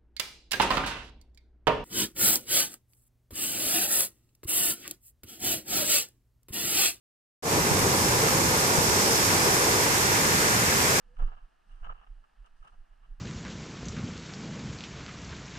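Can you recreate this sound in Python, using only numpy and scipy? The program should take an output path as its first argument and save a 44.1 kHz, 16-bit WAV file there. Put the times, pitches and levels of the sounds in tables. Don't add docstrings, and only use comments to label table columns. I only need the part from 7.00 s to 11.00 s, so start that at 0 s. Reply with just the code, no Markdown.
import sys
import numpy as np
from scipy import signal
from scipy.fft import rfft, irfft
from scipy.io import wavfile

SR = 44100
rng = np.random.default_rng(int(sys.argv[2]) if len(sys.argv) > 2 else 0)


def log_audio(samples):
    frames = np.atleast_2d(samples).T
    limited = np.clip(frames, -1, 1)
    pcm = np.round(limited * 32767).astype(np.int16)
    wavfile.write(sys.argv[1], SR, pcm)


N = 176400

# (time [s], level [dB])
RUMBLE_LEVEL = [(0.56, 1.0), (0.78, 1.8), (1.36, -0.1), (1.46, 2), (1.64, -3.5), (1.94, 1.0), (2.08, -2),
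                (2.38, 0), (2.62, -4), (3.1, -0.2), (3.38, 1.0), (3.96, -1)]
# (time [s], level [dB])
ROAR_LEVEL = [(0.56, 0.87), (1.08, 0.48), (1.18, 0.89), (1.44, 0.26), (1.52, 1.5), (1.6, -0.79),
              (1.72, 1.1), (2.24, -0.66), (2.46, 1.3), (2.74, 0.97), (2.92, -1.3), (3.12, -0.54),
              (3.28, -1.1), (3.44, -0.58), (3.7, -1.8), (3.96, -0.5)]
# (time [s], level [dB])
CREST_LEVEL = [(0.56, -2.5), (0.88, -2.5), (1.2, -1.3), (1.34, -2), (1.48, -1.5), (1.56, -0.7),
               (1.86, -2.2), (2.26, 0.1), (2.78, -0.2), (3.02, 0.9), (3.56, 1.5), (3.96, 0.7)]
# (time [s], level [dB])
FOAM_LEVEL = [(0.56, -2.3), (0.72, -2.5), (0.84, -1.3), (1.04, -0.7), (1.46, -1.0), (2.22, 0.7),
              (2.42, 0.1), (3.08, -0.35), (3.42, 0), (3.64, -0.6), (3.78, 0.6), (3.96, -0.2)]
# (frequency [Hz], level [dB per Hz])
LEFT_COLOUR = [(20.0, -84), (73.0, -60.5), (112.0, -52), (273.0, -58), (431.0, -52.5), (664.0, -59.5),
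               (1190.0, -57), (2030.0, -59), (3370.0, -68.5), (4560.0, -67), (5180.0, -61.5), (5880.0, -63),
               (7210.0, -76), (8830.0, -76.5), (9530.0, -85), (11400.0, -113.3), (11700.0, -120.5)]
# (frequency [Hz], level [dB per Hz])
RIGHT_COLOUR = [(20.0, -77), (76.8, -54.5), (115.0, -53.0), (160.0, -53.5), (273.0, -57.5), (410.0, -55),
                (615.0, -59.5), (753.0, -57), (923.0, -57), (1100.0, -61.5), (1570.0, -60.5),
                (2130.0, -65.5), (2480.0, -64.7), (3280.0, -67.5), (7210.0, -60), (10300.0, -67.5),
                (13300.0, -67), (14300.0, -72)]
# (frequency [Hz], likeness [0-1], lead of the right port [rad])
PORT_LIKENESS = [(30, 0.25, -0.5), (110, 0.94, 0.02), (250, 0.96, 0.4), (483, 0.94, 0.43), (670, .6, 1.64),
                 (880, 0.65, 0.68), (1000, 0.7, 1.03), (1100, 0.36, 1.5), (1375, 0.76, 3.5),
                 (1750, 0.45, 2.5), (1970, 0.57, 4), (2230, 0.25, 6), (2820, 0.24, 7.5), (3090, 0.14, 11),
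                 (3730, 0.33, 14.5), (4010, .3, 16), (4640, 0.05, 17), (4930, 0.24, 16.5),
                 (5360, 0.26, 19.5), (5840, 0.42, 21.5), (6580, 0.07, 25), (8000, 0.22, 26)]
# (time [s], envelope peak [dB], port [0 left, 1 right])
WIND_THUMPS = [(0.717, -12.5, 1), (1.787, -13, 0)]

RUMBLE_TOP_HZ, ROAR_TOP_HZ, CREST_TOP_HZ = 253, 1200, 3200
CHURN_PER_S, FOAM_CHURN_DB = 19, 0.27
TIME_S = np.arange(N) / SR
BIN_HZ = np.maximum(np.arange(N // 2 + 1) * SR / N, 1)


def surf():
    deep, low, middle = lowpass(RUMBLE_TOP_HZ), lowpass(ROAR_TOP_HZ), lowpass(CREST_TOP_HZ)
    rumble = water(deep, RUMBLE_LEVEL, churn_db=0.5)
    roar = water(low * (1 - deep), ROAR_LEVEL, churn_db=0.64)
    crest = water(middle * (1 - low), CREST_LEVEL, churn_db=0.3)
    foam = water(1 - middle, FOAM_LEVEL, FOAM_CHURN_DB)
    sea = rumble + roar + crest + foam + spray() + pops()
    colour = gain([over_frequency(LEFT_COLOUR), over_frequency(RIGHT_COLOUR)])
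    return irfft(rfft(sea) * colour, N) * np.sqrt(SR / 2)


def water(band_power, levels, churn_db):
    likeness = np.clip(over_frequency(PORT_LIKENESS), 0, 1)
    lead = over_frequency(PORT_LIKENESS, column=2)
    left, unrelated = noise_spectra()
    right = (likeness * left + np.sqrt(1 - likeness ** 2) * unrelated) * np.exp(1j * lead)
    bubbles = irfft(np.array([left, right]) * np.sqrt(band_power), N)
    return bubbles * envelope(levels) * gain(churn_db * drift(CHURN_PER_S))


def spray(peak_s=2.11, width_s=0.5, centre_hz=5200, width_octaves=0.16, level_db=-2):
    band = np.exp(-(np.log2(BIN_HZ / centre_hz) / width_octaves) ** 2)
    swell = np.exp(-((TIME_S - peak_s) / width_s) ** 2)
    return water(band, FOAM_LEVEL, FOAM_CHURN_DB) * swell * gain(level_db)


def pops(per_s=3000, spread_db=5, range_db=19.5, level_db=-11):
    size = gain(np.minimum(spread_db * rng.exponential(size=(2, N)), range_db))
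    bursts = rng.random((2, N)) < per_s / SR
    ticks = bursts * size * np.sign(rng.standard_normal((2, N)))
    above_roar = np.sqrt(1 - lowpass(ROAR_TOP_HZ))
    crackle = irfft(rfft(ticks / ticks.std()) * above_roar, N)
    return crackle * gain(level_db) * envelope(FOAM_LEVEL)


def breeze(top_hz=70.5, level_db=-46.5, gusts_per_s=4, gust_db=0.5):
    band_power = lowpass(top_hz) * (1 - lowpass(top_hz / 2, order=4))
    air = irfft(noise_spectra() * np.sqrt(band_power), N)
    gusts = np.array([drift(gusts_per_s), drift(gusts_per_s)])
    return air / air.std() * gain(level_db + gust_db * gusts)


def thumps(hz=125, width_s=0.0039):
    ports = np.zeros((2, N))
    for at_s, level_db, port in WIND_THUMPS:
        t = TIME_S - at_s
        pulse = -np.sin(2 * np.pi * hz * t) * np.exp(-(t / width_s) ** 2)
        ports[port] += gain(level_db) * pulse
    return ports


def gain(db):
    return 10 ** (np.asarray(db) / 20)


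def envelope(levels):
    return gain(np.interp(TIME_S, *np.array(levels).T))


def over_frequency(rows, column=1):
    rows = np.array(rows)
    return np.interp(np.log(BIN_HZ), np.log(rows[:, 0]), rows[:, column])


def lowpass(hz, order=8):
    return 1 / (1 + (BIN_HZ / hz) ** order)


def noise_spectra():
    return rfft(rng.standard_normal((2, N)))


def drift(per_s):
    slow = irfft(noise_spectra()[0] * np.sqrt(lowpass(per_s / 2, order=4)), N)
    return slow / slow.std()


def scene():
    return surf() + breeze() + thumps()


def record(dry):
    silence_s, fade_s, top_hz = 0.4235, 0.098, 14600
    fade = np.clip((TIME_S - silence_s) / fade_s, 0, 1) ** 0.7
    treble_cut = signal.ellip(12, 0.1, 90, top_hz, fs=SR, output="sos")
    return signal.sosfilt(treble_cut, dry * fade)


dry = scene()
out = record(dry)
log_audio(out)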